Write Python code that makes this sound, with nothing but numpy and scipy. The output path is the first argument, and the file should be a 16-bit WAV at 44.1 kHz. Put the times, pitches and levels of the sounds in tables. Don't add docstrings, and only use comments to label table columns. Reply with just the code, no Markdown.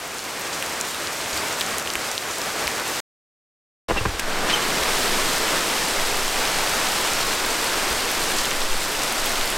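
import sys
import numpy as np
from scipy import signal
from scipy.fft import rfft, irfft, next_fast_len
from scipy.io import wavfile

SR = 44100
rng = np.random.default_rng(int(sys.argv[2]) if len(sys.argv) > 2 else 0)


def digitize_waveform(pressure):
    field = np.atleast_2d(pressure).T
    bounded = np.clip(field, -1, 1)
    quanta = np.round(bounded * 32767).astype(np.int16)
    wavfile.write(sys.argv[1], SR, quanta)


N = 422037

GARDEN_END_S, PORCH_START_S, DOOR_OPENS_S = 3.0027, 3.8826, 4.22


def from_db(db):
    return 10 ** (np.asarray(db) / 20)


def unit_power(x):
    return x / np.sqrt(np.mean(x ** 2) + 1e-20)


def seconds():
    return np.arange(N) / SR


def curve(points):
    return np.interp(seconds(), *np.transpose(points))


def coloured(x, colour):
    size = next_fast_len(N + 8192)
    hz, db = np.transpose(colour)
    grid_hz = np.maximum(np.fft.rfftfreq(size, 1 / SR), 1)
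    gain = from_db(np.interp(np.log(grid_hz), np.log(hz), db))
    return irfft(rfft(x, size) * gain, size)[..., :N]


def filtered(x, hz, kind, order=2):
    edges = np.minimum(hz, .47 * SR)
    return signal.sosfilt(signal.butter(order, edges, kind, fs=SR, output="sos"), x + 1e-18)


def drift(per_s):
    points = rng.standard_normal(8000)
    return np.interp(seconds() * per_s, np.arange(len(points)), points)


def clicks(times, sizes):
    return np.bincount(np.round(np.asarray(times) * SR).astype(int), sizes, N)[:N]


def ring(hits, hz, t60):
    decay = np.exp(-np.log(1000) / (t60 * SR))
    step = 2 * np.pi * hz / SR
    return signal.lfilter([0, np.sin(step)], [1, -2 * decay * np.cos(step), decay ** 2], hits + 1e-18)


def fading_noise(hits, t60):
    decay = np.exp(-np.log(1000) / (t60 * SR))
    return signal.lfilter([1], [1, -decay], hits + 1e-18) * rng.standard_normal(N)


def patter(per_s, spread_db, low_hz, high_hz, bands=8):
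    out = 0
    for hz in np.geomspace(low_hz, high_hz, bands):
        when, distance, sign = rng.random((3, 12000))[:, :int(per_s * N / SR / bands)]
        nearness = -np.log(np.maximum(distance, np.exp(-5)))
        drops = clicks(when * (N - 1) / SR, from_db(spread_db * nearness) * np.sign(sign - .5))
        out = out + filtered(unit_power(drops), [hz / 2, hz * 2], "band", order=1)
    return out / np.sqrt(bands)


def spatter(per_s, spread_db, low_hz):
    when, distance = rng.random((2, 8000))[:, :int(per_s * N / SR)]
    nearness = -np.log(np.maximum(distance, np.exp(-4)))
    hits = clicks(when * (N - 1) / SR, from_db(spread_db * nearness))
    return unit_power(filtered(fading_noise(hits, t60=.014), low_hz, "high"))


def rain(wash_db, splash_db, colour, drops, flutter_db):
    # f/Hz, level/dB
    stereo_width = [(60, -19), (300, -21), (1200, -22.5), (4000, -18.5), (12000, -16.3)]
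    middle = unit_power(rng.standard_normal(N) + drops)
    side = coloured(rng.standard_normal(N), stereo_width)
    shower = coloured(np.array([middle + side, middle - side]), colour)
    body = coloured(shower, [(1500, 0), (2500, -5), (4000, -20), (8000, -60)])
    wash = body / np.std(filtered(shower[0], [250, 2000], "band", order=6))
    splash = (shower - body) / np.std(filtered(shower[0], [3000, 14000], "band", order=6))
    wash *= from_db(wash_db + flutter_db * drift(25))
    splash *= from_db(splash_db + flutter_db * drift(30))
    return wash + splash


def garden_rain():
    # t/s, relative level/dB
    strength = [(0, -35), (0.28, -33.5), (0.56, -31), (1.1, -31), (1.56, -28), (1.82, -31), (2.2, -30.5),
                (2.6, -29), (3.0, -29.5)]
    # f/Hz, gain/dB
    colour = [(20, -14), (50, -15.5), (80, -4.5), (110, -7.5), (180, -6), (420, -0.2), (1400, -1),
              (3000, -3), (5200, -3.5), (8400, -5.5), (10000, -11), (13000, -12.5), (15500, -20.5)]
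    drops = from_db(-8.5) * patter(per_s=1900, spread_db=3, low_hz=2500, high_hz=14000)
    mist = from_db(-11) * spatter(per_s=110, spread_db=4, low_hz=5500)
    ticks = patter(per_s=280, spread_db=8.5, low_hz=11100, high_hz=17000, bands=2)
    ticks = from_db(-20.5) * filtered(ticks, 10000, "high", order=4)
    wash_db = curve(strength)
    swell_db = wash_db - wash_db[seconds() < GARDEN_END_S].mean()
    splash_db = -32 + swell_db
    return from_db(-0.54) * rain(wash_db, splash_db, colour, drops + mist + ticks, flutter_db=1.13)


def drips(rows):
    splat_cycles, rise_per_cycle, ring_cycles = .74, .18, 3.2
    snap_hz, snap_width_s, snap_delay_s = 10000, .00006, .0002
    out, lead = np.zeros(N + 4096), 64
    t = (np.arange(2048) - lead) / SR
    after = np.maximum(t, 0)
    fizz = from_db(-17) * np.exp(-after / .0018)
    falling_droplets = from_db(-28) * np.exp(-after / .008)
    spray_shape = (t > 0) * (fizz + falling_droplets)
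    for s, db, hz, snap_db in rows:
        cycles = hz * t
        phase = 2 * np.pi * (cycles + rise_per_cycle * cycles ** 2 / 2)
        splat = np.exp(-(cycles / splat_cycles) ** 2) * np.sin(phase)
        late = t - snap_delay_s
        snap = np.exp(-(late / snap_width_s) ** 2) * np.cos(2 * np.pi * snap_hz * late)
        leaf = np.exp(-hz * after / ring_cycles) * np.sin(2 * np.pi * hz * after)
        spray = filtered(spray_shape * rng.standard_normal(len(t)), [hz / 1.4, hz * 1.9], "band")
        drip = splat + from_db(snap_db) * snap + from_db(-15) * leaf + spray
        at = round(s * SR)
        out[at:at + len(t)] += from_db(db) * drip / np.max(np.abs(drip))
    return out[lead:lead + N]


def big_drips():
    # t/s, peak level/dB, splat f/Hz, snap against splat/dB
    landings = [(0.0771, -21, 12500, -4), (0.1849, -16, 6700, -20), (0.1927, -15.5, 4700, -9),
                (0.2418, -16, 6500, 2), (0.2536, -20, 7100, -9), (0.3963, -18, 13000, -14),
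                (0.4101, -17, 13000, -14), (0.6257, -10, 2750, 1), (0.7992, -19, 13000, -14),
                (0.8024, -17, 7700, -12), (0.8117, -5, 6900, -24), (0.8871, -20, 13000, -14),
                (0.9465, -15, 3600, 1), (1.0724, -11.5, 4500, -20), (1.2606, -15, 2600, -16),
                (1.377, -10.5, 4500, -24), (1.4724, -19, 7700, -16), (1.6107, -5.5, 3800, -3),
                (1.6151, -6.5, 3184, -12), (1.6646, -14, 6860, -20), (1.7424, -19, 7700, -14),
                (1.7835, -6, 8600, -5.5), (1.8257, -17, 7100, -14), (1.8746, -10, 2900, -8),
                (1.9029, -9, 4520, -16), (1.9369, -11, 7200, -16), (1.9549, -6, 2500, -2),
                (2.1153, -9.5, 6300, -14), (2.1794, -6, 3830, -10.5), (2.3128, -17, 6200, -12),
                (2.3842, -12, 8900, -12), (2.417, -12, 5300, -5), (2.6721, -8, 4400, -14),
                (2.6782, -6, 2400, -1), (2.878, -16, 7740, -13.5), (4.9894, -14, 10450, -12.5),
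                (5.3835, -11, 9100, -14), (5.8837, -10, 7900, -16), (6.2803, -9, 7400, -16),
                (7.1352, -8, 6500, -7), (7.2068, -12, 5500, -14), (7.213, -11, 4800, -18),
                (7.2688, -12, 8800, -9), (7.4612, -14, 11700, -14), (7.6433, -10, 9000, -14),
                (7.669, -13, 4800, -14), (7.6988, -15, 4100, -9), (7.928, -11, 7900, -14),
                (8.1146, -11, 9800, -14), (8.2015, -15, 10000, -14), (8.4484, -9, 3300, -9),
                (8.5084, -11, 6400, -9), (8.5141, -10, 2800, -12), (8.6176, -12, 4100, -14),
                (8.6228, -13, 4100, -9), (8.8174, -16, 7700, -14), (8.9199, -15, 12500, -14),
                (9.0351, -9, 7900, -6), (9.1248, -10, 8400, -9), (9.1996, -14, 9100, -14),
                (9.2602, -8, 12500, -12), (9.4125, -9, 4000, -12), (9.4579, -11, 11700, -14),
                (9.5025, -9, 9000, -6), (9.5258, -12, 2900, -12)]
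    return drips(landings)


def small_drips(start_s, end_s, per_s, mean_db, spread_db=4.5, low_hz=3000, high_hz=10300):
    when, size, pitch, hardness = rng.random((600, 4))[:int(per_s * (end_s - start_s))].T
    times = start_s + when * (end_s - start_s)
    db = mean_db + spread_db * (2 * size - 1)
    hz = low_hz * (high_hz / low_hz) ** pitch
    snap_db = -6 - 12 * hardness
    return drips(zip(times, db, hz, snap_db))


def spills(hz=4510):
    # t/s, level/dB
    splashes = [(0.528, -22), (1.328, -21), (8.385, -15.5)]
    s, db = np.transpose(splashes)
    hiss = fading_noise(clicks(s, from_db(db)), t60=.12)
    return filtered(hiss, [hz / 1.3, hz * 1.75], "band")


def bumps():
    # t/s, level/dB, f/Hz, fade time/s
    thuds = [(1.33, -33, 68, .14), (1.96, -34, 65, .14), (2.655, -32, 64.8, 0.17),
             (3.925, -22.5, 54.8, 0.21), (4.08, -30, 75, 0.53), (4.805, -28, 70, .14), (6.01, -30, 34, .16),
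             (7.905, -27, 58, 0.19), (8.34, -30, 36, .14), (8.70, -28, 42, 0.13), (8.76, -32, 38, 0.14)]
    tones = sum(ring(clicks([s], [from_db(db)]), hz, t60) for s, db, hz, t60 in thuds)
    return filtered(tones, 160, "low")


def doorway(shut_db, opens_in_s):
    power = np.interp(seconds(), [DOOR_OPENS_S, DOOR_OPENS_S + opens_in_s], [from_db(shut_db) ** 2, 1])
    return 10 * np.log10(power)


def porch_rain():
    # t/s, relative level/dB
    strength = [(5.15, -27), (6.3, -28.5), (6.8, -27), (7.85, -28.5), (8.35, -28), (8.72, -30.5),
                (9.0, -29), (9.55, -29)]
    # f/Hz, gain/dB
    colour = [(30, -6), (100, -8), (200, -3.5), (420, 0.85), (1400, -0.5), (3200, -5), (5200, -6.5),
              (6500, -9.5), (8400, -9), (10000, -14.5), (13000, -16), (15500, -24.5)]
    t, swing_s = seconds(), .82
    drops = from_db(-3.5) * patter(per_s=5000, spread_db=3.5, low_hz=1450, high_hz=12100)
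    plops = from_db(-5.5) * patter(per_s=450, spread_db=1.6, low_hz=500, high_hz=1790, bands=4)
    nearness = np.interp(t, [4.5, 7.5, 9.2], [.5, .65, 1.05])
    ticks = patter(per_s=1000, spread_db=11.5, low_hz=5000, high_hz=19000, bands=4)
    mist = spatter(per_s=170, spread_db=2, low_hz=4500)
    near_drops = nearness * (from_db(-13.5) * ticks + from_db(-7.5) * mist)
    wash_db = curve(strength) + doorway(shut_db=-7, opens_in_s=.26)
    splash_db = curve(strength) + doorway(shut_db=-9, opens_in_s=swing_s)
    splash_db += .22 - .1045 * (t - DOOR_OPENS_S)
    shower = rain(wash_db, splash_db, colour, drops + plops + near_drops, flutter_db=.5)
    fine_hiss = coloured(shower, [(4000, -40), (7000, -8), (10000, 0)])
    shower += (from_db(doorway(shut_db=-1.5, opens_in_s=.55)) - 1) * fine_hiss
    hall = coloured(shower, [(60, -25), (160, -8), (420, -15), (1000, -40), (3000, -60)])
    shower += np.interp(t, [5.2, 6.3], [1, 0]) * hall
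    width = np.interp(t, [DOOR_OPENS_S, DOOR_OPENS_S + swing_s], [.6, 1])
    centre = shower.mean(axis=0)
    return from_db(1.31) * (centre + width * (shower - centre))


def handling():
    # f/Hz, gain/dB
    colour = [(4, -6), (9, 3), (14, 8.5), (22, -4), (32, -13), (45, -26), (80, -31), (200, -53),
              (500, -100)]
    # t/s, peak level/dB
    sways = [(6.05, -21), (8.35, -24), (8.72, -17.5), (9.41, -26)]
    t, sway_hz, sway_width_s = seconds(), 8.8, .069
    rumble_db = np.interp(t, [4.9, 5.4], [-34, -33]) + 1.5 * drift(2.94)
    rumble = from_db(rumble_db) * unit_power(coloured(rng.standard_normal(N), colour))
    heaves = 0
    for s, db in sways:
        swell = from_db(db) * np.exp(-((t - s) / sway_width_s) ** 2)
        heaves += swell * np.cos(2 * np.pi * sway_hz * (t - s))
    draught = unit_power(filtered(rng.standard_normal((2, N)), 45, "low"))
    return rumble - heaves + from_db(-68) * draught


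def door_knocks():
    # t/s, level/dB, extra low thud/dB
    knocks = [(3.886, -20, 0), (3.892, -28, 3), (3.898, -16, -4), (3.907, -12.5, 1), (3.913, -18, -6),
              (3.961, -19, -9.5), (3.966, -25, -10), (3.971, -20, -12), (4.009, -23, 10.5),
              (4.053, -15.5, 8), (4.058, -16.5, 8.5)]
    # f/Hz, level/dB, fade time/s
    panel_tones = [(38, -21, 0.33), (61, -18, 0.3), (109, -10.5, 0.14), (203, -11.5, 0.081),
                   (330, -10.5, 0.045), (410, -16, 0.1), (500, -5.5, 0.056), (680, -11, 0.037),
                   (800, -6, 0.025), (1074, -4.5, 0.045), (1180, -11, 0.043), (1400, -18, .025),
                   (1590, -9, 0.033), (1960, -30, .025), (2840, -6, 0.011)]
    s, db, thud_db = np.transpose(knocks)
    wood = 0
    for hz, tone_db, t60 in panel_tones:
        hit_db = db + tone_db + (thud_db if hz < 150 else 0) + rng.normal(0, 2.7, len(s))
        wood += ring(clicks(s, from_db(hit_db)), hz, t60) * rng.choice([-1, 1])
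    crunch = filtered(fading_noise(clicks(s, from_db(db)), t60=.069), [170, 1900], "band", order=3)
    return from_db(-.5) * wood + from_db(-1) * crunch


def hinge():
    # middle t/s, length/s, f/Hz, level/dB, share of rasp (0-1), octave above/dB
    squeaks = [(3.982, 0.022, 2710, -17.5, 0.26, -24), (4.505, 0.027, 2990, -18.5, 0.76, -16),
               (4.53, 0.014, 3200, -22, 0.3, -12), (4.541, 0.016, 3060, -14.5, 0, -11),
               (4.569, 0.037, 3100, -28, 0.3, -20), (4.63, .03, 3100, -26, 0.4, -20)]
    out, t = np.zeros(N), seconds()
    for s, length, hz, db, rasp, octave_db in squeaks:
        near = abs(t - s) < .06
        progress = (t[near] - s) / length
        pitch_hz = hz * (1 - .0112 * np.tanh(progress) + .023 * drift(500)[near])
        phase = 2 * np.pi * np.cumsum(pitch_hz) / SR
        whistle = np.sin(phase) + from_db(octave_db) * np.sin(2 * phase)
        scrape = unit_power(filtered(rng.standard_normal(len(phase)), [hz / 2, hz * 1.5], "band"))
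        swell = from_db(db) * np.exp(-(2 * progress) ** 2)
        out[near] += swell * ((1 - rasp) * whistle + rasp * scrape)
    return out


def latch():
    # t/s, level/dB
    strikes = [(4.195, -15.5), (4.197, -29.5)]
    # f/Hz, level/dB, fade time/s
    metal_tones = [(1610, -9.5, .06), (2100, -1, .005), (2900, -7, .004), (4000, -4, .004),
                   (5600, -3, 0.0076), (8000, -10, .008), (11900, -12, 0.013)]
    s, db = np.transpose(strikes)
    hits = clicks(s, from_db(db))
    metal = 0
    for hz, tone_db, t60 in metal_tones:
        metal += from_db(tone_db) * ring(hits, hz, t60) * rng.choice([-1, 1])
    crack = filtered(fading_noise(hits, t60=.032), [1500, 9000], "band")
    return from_db(2.5) * metal + crack


def scene():
    t = seconds()
    in_garden = t < GARDEN_END_S
    on_porch = np.clip((t - PORCH_START_S) / .004, 0, 1)
    house = porch_rain() + door_knocks() + latch() + hinge() + handling()
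    garden = garden_rain()
    leaf_drips = small_drips(0, GARDEN_END_S, per_s=24, mean_db=-24)
    roof_drips = small_drips(4.6, N / SR, per_s=55, mean_db=-19)
    close_by = spills() + bumps() + big_drips() + leaf_drips + roof_drips
    return garden * in_garden + house * on_porch + close_by * (in_garden + on_porch)


def record(dry, cutoff_hz=15800):
    return signal.sosfilt(signal.ellip(10, .1, 80, cutoff_hz, fs=SR, output="sos"), dry + 1e-18)


dry = scene()
out = record(dry)
digitize_waveform(out)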